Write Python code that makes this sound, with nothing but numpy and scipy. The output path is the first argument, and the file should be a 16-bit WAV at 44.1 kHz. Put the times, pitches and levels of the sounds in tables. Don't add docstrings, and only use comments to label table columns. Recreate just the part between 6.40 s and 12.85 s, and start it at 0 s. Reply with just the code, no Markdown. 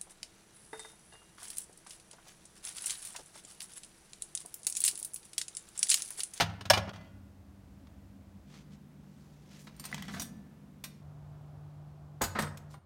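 import sys
import numpy as np
from scipy import signal
from scipy.fft import rfft, irfft
from scipy.io import wavfile
from scipy.ndimage import uniform_filter1d

SR = 44100
rng = np.random.default_rng(int(sys.argv[2]) if len(sys.argv) > 2 else 0)


def to_wav(s):
    ch = np.atleast_2d(s).T
    pcm = np.round(np.clip(ch, -1, 1) * 32767)
    wavfile.write(sys.argv[1], SR, pcm.astype(np.int16))


N = 284445
T = np.arange(N) / SR
TOP_HZ = 16000


def undb(db):
    return 10 ** (np.asarray(db) / 20)


def unit(x):
    return x / np.sqrt(np.mean(x ** 2))


def decay(t, t60):
    return np.exp(-np.log(1000) * t / t60)


def along(points, hz):
    f, value = np.transpose(points)
    return np.interp(np.log(np.maximum(hz, 1)), np.log(f), value)


def octaves(hz, centre):
    return np.log2(np.maximum(hz, 20) / centre)


def tint(x, colour, tilt_db=0):
    hz = np.fft.rfftfreq(len(x), 1 / SR)
    weight_db = along(colour, hz) + tilt_db * np.maximum(octaves(hz, 406.2), 0)
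    return unit(irfft(rfft(x) * undb(weight_db), len(x)))


def walk(rate):
    step = int(SR / rate)
    held = np.repeat(rng.standard_normal(N // step + 1), step)
    return unit(uniform_filter1d(held, step)[:N])


def room_tone():
    moments = [0, 2.07, 4.618, 6.387, 7]
    # air_db, third_harmonic_db, fourth_harmonic_db
    levels = [(-55, -71, -60.5), (-56.5, -58, -60.5), (-55, -50.5, -70.5), (-63, -76, -83)]
    # frequency_hz, density_db
    cupboard_air = [(42, -14.5), (58, -0.5), (92, 2), (130, -11), (198, -15), (280, -4.5), (380, -22.5),
                    (580, -19.5), (900, -25.5), (3000, -37), (16000, -46)]
    dishwasher_air = [(25, -22), (60, 3), (110, -5), (200, 2.5), (280, -3.5), (380, -12), (700, -17.5),
                      (4000, -33.5), (16000, -40.5)]
    worktop_air = [(45, -9), (65, 1.5), (90, 5), (125, -1), (190, -13), (280, -10.5), (480, -18.5),
                   (700, -12.5), (900, -19), (1200, -21.5), (2000, -33), (16000, -47.5)]
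    colours = [cupboard_air, dishwasher_air, worktop_air, worktop_air]
    fridge_hz = 49.28 * (1 + 0.00083 * walk(3.4))
    turn = 2 * np.pi * np.cumsum(fridge_hz) / SR
    third, fourth = np.sin(3 * turn), np.sin(4 * turn)
    out = 0
    for start, end, (air_db, third_db, fourth_db), colour in zip(moments, moments[1:], levels, colours):
        hum = undb(third_db + .5 * walk(18)) * third + undb(fourth_db + 3.5 * walk(41)) * fourth
        air = undb(air_db + .5 * walk(2.5)) * tint(rng.standard_normal(N), colour)
        present = 1. * ((T >= start) & (T < end))
        out = out + (air + np.sqrt(2) * hum) * uniform_filter1d(present, size=200)
    return out


def swell(s, width_s):
    release_ratio = 1.42
    u = (T - s) / width_s
    return 2 * np.exp(-np.logaddexp(-u, u / release_ratio))


def rubbing():
    # full_speed_s, width_s, level_db, tilt_db_per_octave
    slides = [(2.145, 0.03, -59.5, -3.5), (2.332, 0.011, -65, -2.5), (2.85, 0.14, -74, 1),
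              (3.143, 0.027, -60, -2.5), (3.22, 0.021, -65, 9), (3.539, 0.069, -53.5, -4.5),
              (3.745, 0.024, -55.5, 5), (6.32, 0.01, -62, 2.5)]
    # frequency_hz, level_db
    rub_colour = [(200, -9), (900, -6.5), (2000, 2), (6000, 3.5), (10500, -6.5), (16000, -18.5)]
    shudder_colour = [(140, -9.5), (190, 3), (255, -2), (330, -19.5), (700, -26), (3000, -68.5)]
    pull_s, pull_width_s, shudder_db = 3.736, 0.14, -46.5
    slips = rng.standard_normal(N) * undb(2.2 * walk(400))
    scrape = 0
    for s, width_s, db, tilt_db in slides:
        scrape = scrape + tint(slips, rub_colour, tilt_db) * undb(db) * swell(s, width_s)
    shudder = tint(rng.standard_normal(N), shudder_colour) * undb(shudder_db) * swell(pull_s, pull_width_s)
    return scrape + shudder


def ring(modes, t, weight_db=0, scatter_db=2.5):
    hz, db, t60 = np.transpose(modes)
    level_chance, pitch_chance, phase_chance = rng.standard_normal((len(hz), 3)).T
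    gain = undb(db + weight_db + scatter_db * level_chance)
    gain = gain / np.sqrt(np.sum(gain ** 2) / 2)
    phase = 2 * np.pi * (np.outer(hz * (1 + 0.0013 * pitch_chance), t) + phase_chance[:, None])
    return gain @ (np.sin(phase) * decay(t, t60[:, None]))


def crowd(gap_hz, size):
    place, strength, phase = rng.random((int(TOP_HZ / gap_hz), 3)).T
    bins = (np.arange(len(place)) + 1 + place) * gap_hz * size / SR
    lines = np.zeros(size // 2 + 1, complex)
    lines[bins.astype(int)] = np.sqrt(-np.log(1 - strength)) * np.exp(2j * np.pi * phase)
    return irfft(lines)


def strike(blows, colour, pieces, gap_hz, focus_db, spread, free_db, detune,
           support=None, thump_db=0, size=32768):
    crack_share = .55
    ring_damping = 0.27
    thump_growth = .6
    out, t = np.zeros(N + size), np.arange(size) / SR
    for s, clatter_db, tilt_db, t60, ring_db, ring_hz, piece in blows:
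        contact = decay(t, t60)
        ring_s, partials = pieces[piece]
        modes = [(hz, db, ring_s * (3000 / hz) ** ring_damping) for hz, db in partials]
        crack = tint(rng.standard_normal(size), colour, tilt_db) * contact ** (1 / crack_share)
        jostle = tint(crowd(gap_hz, size), colour, tilt_db) * contact
        clatter = (crack + jostle) * undb(-1.83)
        pitch = 1 + detune * rng.standard_normal()
        away = np.abs(octaves(np.transpose(modes)[0], ring_hz))
        tone = ring(modes, t * pitch, -focus_db * away)
        tone = tone * undb(free_db * (1.5 - np.sqrt(contact)))
        attack = 1 - np.exp(-t / (spread * t60))
        sound = attack * (undb(clatter_db) * clatter + undb(ring_db) * tone)
        if support:
            late = 1 - np.exp(-t / .005)
            sound = sound + undb(thump_db + thump_growth * clatter_db) * ring(support, t) * late
        start = max(int(s * SR), 0)
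        out[start:start + size] += sound
    return out[:N]


def kitchen(x, wet_db, treble_db, size=32768):
    # frequency_hz, t60_s
    room_decay = [(100, 1), (500, 0.69), (1500, 0.64), (4000, 0.46), (8000, .36), (16000, .22)]
    t, hz = np.arange(size) / SR, np.fft.rfftfreq(size, 1 / SR)
    noise, centres = rfft(rng.standard_normal(size)), np.transpose(room_decay)[0]
    tail = 0
    for share, (centre, t60) in zip(np.eye(len(centres)), room_decay):
        band = irfft(noise * along(np.c_[centres, share], hz))
        tail = tail + band * decay(t, t60) * undb(treble_db * max(octaves(centre, 1500), 0))
    tail = tail * (1 - np.exp(-t / 0.0035)) * np.sqrt(20 / SR)
    return x + undb(wet_db) * signal.fftconvolve(x, tail)[:N]


def cutlery():
    # start_s, clatter_db, tilt_db_per_octave, clatter_t60_s, ring_db, ring_centre_hz, ringing_piece
    clinks = [ (3.3645, -56, 2, .02, -56, 12100, "fork"), (3.3965, -41.5, -1, 0.046, -39.5, 4970, "fork"),
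              (3.439, -44.5, -2.5, 0.12, -54, 4200, "fork"), (3.4515, -39.5, -1, 0.097, -38, 11000, "fork"),
              (3.514, -48, -8, 0.052, -50, 8000, "teaspoon"),
              (3.544, -33.5, -3.5, 0.033, -40, 3300, "skimmer"),
              (3.579, -43, -6, 0.052, -42.5, 1900, "skimmer"),
              (3.6228, -39, -1.5, 0.027, -38, 3120, "skimmer"),
              (3.652, -48, -4, 0.025, -57, 5500, "skimmer"),
              (3.682, -43, -5, 0.021, -40.5, 2800, "skimmer"),
              (3.746, -45, -5.5, 0.051, -52, 12000, "teaspoon"),
              (3.7968, -32.5, -1.5, 0.039, -34, 5870, "knife"),
              (3.8185, -37.5, 2, 0.076, -34.5, 10700, "spoon"), (3.821, -46, -8, 0.048, -54, 1760, "tongs"),
              (4.4385, -37.5, -1.5, 0.11, -43, 9400, "teaspoon"),
              (5.816, -29, 1, 0.11, -28.5, 6895, "ladle"), (5.836, -31.5, 1, 0.12, -42.5, 4800, "ladle"),
              (5.9875, -38, -2.5, 0.21, -33.5, 8380, "server"),
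              (6.021, -37, -1.5, 0.078, -41, 8250, "server"),
              (6.1725, -45, -2, 0.052, -60, 7000, "teaspoon"),
              (6.340, -47.5, -9.5, 0.09, -58.5, 8100, "fork")]
    piece_modes = { "fork": (.15, [(4635, -7), (7284, -8), (8670, 0), (9120, 2), (11900, -3), (14810, -5)]),
                   "skimmer": (.12, [(1682, -3), (1927, -1), (2050, -2), (3100, 0), (3363, 0), (4511, -4),
                   (5475, -1)]), "knife": (.25, [(3862, -3), (5791, 1), (5912, -1), (6700, -1), (6968, -3),
                   (9033, -2), (9964, -4)]), "spoon": (.19, [(3530, 2), (8161, 1), (9045, -2), (9964, -6),
                   (12410, 2)]), "tongs": (.9, [(1751, 0)]), "teaspoon": (.15, [(4600, -2), (6745, -2),
                   (9964, -3), (12750, 0), (15260, -1)]), "ladle": (.21, [(4797, -6), (6713, -1), (6880, 0),
                   (7940, 0), (8430, -4), (9986, -2)]), "server": (.22, [(3645, 0), (8150, 3), (9975, -4),
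                   (10740, -8), (12780, -7)])}
    # frequency_hz, level_db
    clatter_colour = [(200, -35), (900, 1), (2000, -1.5), (4000, 2.5), (9000, 1), (10700, -5), (12500, 1),
                      (16000, -7)]
    blows = strike(clinks, clatter_colour, piece_modes, gap_hz=160, focus_db=5, spread=.012,
                   free_db=-7, detune=.0005)
    return kitchen(blows, wet_db=-10.5, treble_db=1.0)


def basket():
    # start_s, clatter_db, tilt_db_per_octave, clatter_t60_s, ring_db, ring_centre_hz, surface_met
    knocks = [ (3.2694, -47.5, 2, 0.11, -45, 1690, "rack"), (3.5275, -39.5, 2, 0.016, -21.5, 1950, "rack"),
              (3.683, -44, -0.5, 0.26, -38, 1720, "rack"), (3.737, -40.5, -1, 0.15, -33, 1690, "rack"),
              (3.764, -43, 1, 0.16, -35, 705, "rack"), (3.799, -40.5, 9.5, 0.21, -37, 705, "rack"),
              (5.8103, -25.5, -4.5, 0.12, -24.5, 770, "stone"), (5.822, -32, -4.5, 0.23, -32, 902, "stone"),
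              (5.9505, -32.5, -3.5, 0.27, -28, 1200, "stone"),
              (5.9865, -23.5, -3, 0.1, -27.5, 1690, "stone"), (6.020, -33.5, -3, 0.18, -32, 1100, "stone"),
              (6.0707, -39, -4.5, 0.056, -48, 1004, "stone")]
    surface_modes = { "rack": (0.065, [(695, 6), (1335, -2), (1744, -1.5), (2000, 0)]),
                     "stone": (0.12, [(318, 2), (538, -1), (700, 1), (875, 1), (1030, 2), (1245, 2),
                     (1523, 0), (1809, 0), (2105, 0)])}
    # frequency_hz, level_db
    clatter_colour = [(100, -8), (400, -7.5), (800, -3.5), (1600, -1.5), (2600, -10.5), (4000, -10.5),
                      (16000, -39)]
    # frequency_hz, level_db, t60_s
    load_modes = [(91, -1.5, 0.88), (147.5, 4.5, 0.45), (214, 11.5, 0.21)]
    blows = strike(knocks, clatter_colour, surface_modes, gap_hz=45, focus_db=12, spread=0.022,
                   free_db=-13.0, detune=0.0028, support=load_modes, thump_db=-19)
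    return kitchen(blows, wet_db=-10.5, treble_db=-20.0)


def rocking(count=6):
    # start_s, rattle_db, ring_db
    first_touches = [(.060, -43, -51), (.533, -45, -48)]
    gap_s, fall_db = 0.035, 6
    tilt_db, t60_s, ring_hz = -2.5, 0.1, 1600
    touches = []
    for s, rattle_db, ring_db in first_touches:
        for k, late in enumerate(0.16 * rng.standard_normal(count)):
            touch_s = s + (k + late * (k > 0)) * gap_s
            lighter_db = k * fall_db
            touches.append((touch_s, rattle_db - lighter_db, tilt_db, t60_s,
                            ring_db - lighter_db, ring_hz, "top"))
    return touches


def bowls():
    # start_s, clatter_db, tilt_db_per_octave, clatter_t60_s, ring_db, ring_centre_hz, ringing_bowl
    drops = [ (.000, -21, -2, 0.038, -31, 4160, "middle"), (.0055, -18.5, -1, 0.1, -18.5, 870, "lower"),
             (.0203, -23.5, -3, 0.069, -30, 4500, "middle"),
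             (.2092, -38.5, -2, 0.06, -43.5, 3900, "middle"), (.2535, -37.5, -2, 0.076, -51, 2560, "top"),
             (.2997, -17.5, 3, 0.08, -8.5, 6007, "lower"), (.3043, -14.5, 0, 0.047, -7.5, 645, "lower"),
             (.3335, -24.5, -0.5, 0.13, -17.5, 2900, "middle"),
             (.372, -25.5, -3.5, 0.095, -38, 1510, "top"), (.3765, -29.5, -0.5, 0.058, -37, 1400, "middle"),
             (.473, -40.5, -7.5, 0.18, -48, 900, "lower"), (.492, -35.5, -3.5, 0.039, -45.5, 3520, "top"),
             (.559, -48.5, -2, 0.044, -47.5, 2300, "top"), (1.470, -56, -2.5, 0.036, -67, 3065, "lower")]
    bowl_modes = { "lower": (.068, [(570, -2), (646, 3), (690, 3), (752, 5), (938, -1), (1495, -3),
                  (1663, 6), (3076, -4), (4015, -3), (5248, -1), (5411, 4), (5556, -2), (8380, -4),
                  (9100, -7)]), "middle": (.135, [(858, -3), (1098, 1), (1277, -1), (1750, -4), (2396, -5),
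                  (2945, 4), (3524, -5), (4199, -3), (4930, -1), (8845, -4)]), "top": (.62, [(1408, 4),
                  (1459, -1), (1877, -5), (2022, -2), (2520, -3), (2750, -5), (3140, -4), (3290, -4),
                  (4526, -4), (5953, -7)])}
    # frequency_hz, level_db
    clatter_colour = [(300, -12), (500, -7), (640, -4), (1000, -3), (2000, -6.5), (3500, -5.5),
                      (5500, -9.5), (6700, -11.5), (7600, -21), (9000, -14.5), (10000, -25.5), (12500, -22),
                      (16000, -30.5)]
    # frequency_hz, level_db, t60_s
    shelf_modes = [(77.5, -8, 0.58), (100.8, -1.5, .55), (123, -4, 0.2), (165.6, -7, 0.44),
                   (199.8, -11, 0.57)]
    dip_s, dip_depth_db, dip_recovery_s = .5175, -39, 0.0073
    blows = strike(drops + rocking(), clatter_colour, bowl_modes, gap_hz=60, focus_db=5.0, spread=0.012,
                   free_db=-9.5, detune=0, support=shelf_modes, thump_db=-24.0)
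    dip_db = dip_depth_db * (T >= dip_s) * np.exp(-np.abs(T - dip_s) / dip_recovery_s)
    return kitchen(blows, wet_db=-13.0, treble_db=-2.5) * undb(dip_db)


def scene():
    return (room_tone() + rubbing() + cutlery() + basket() + bowls())[None]


def record(dry):
    thin = signal.sosfilt(signal.butter(4, 45, "high", fs=SR, output="sos"), dry)
    return signal.sosfilt(signal.ellip(10, .2, 80, TOP_HZ, fs=SR, output="sos"), thin)


dry = scene()
out = record(dry)
to_wav(out)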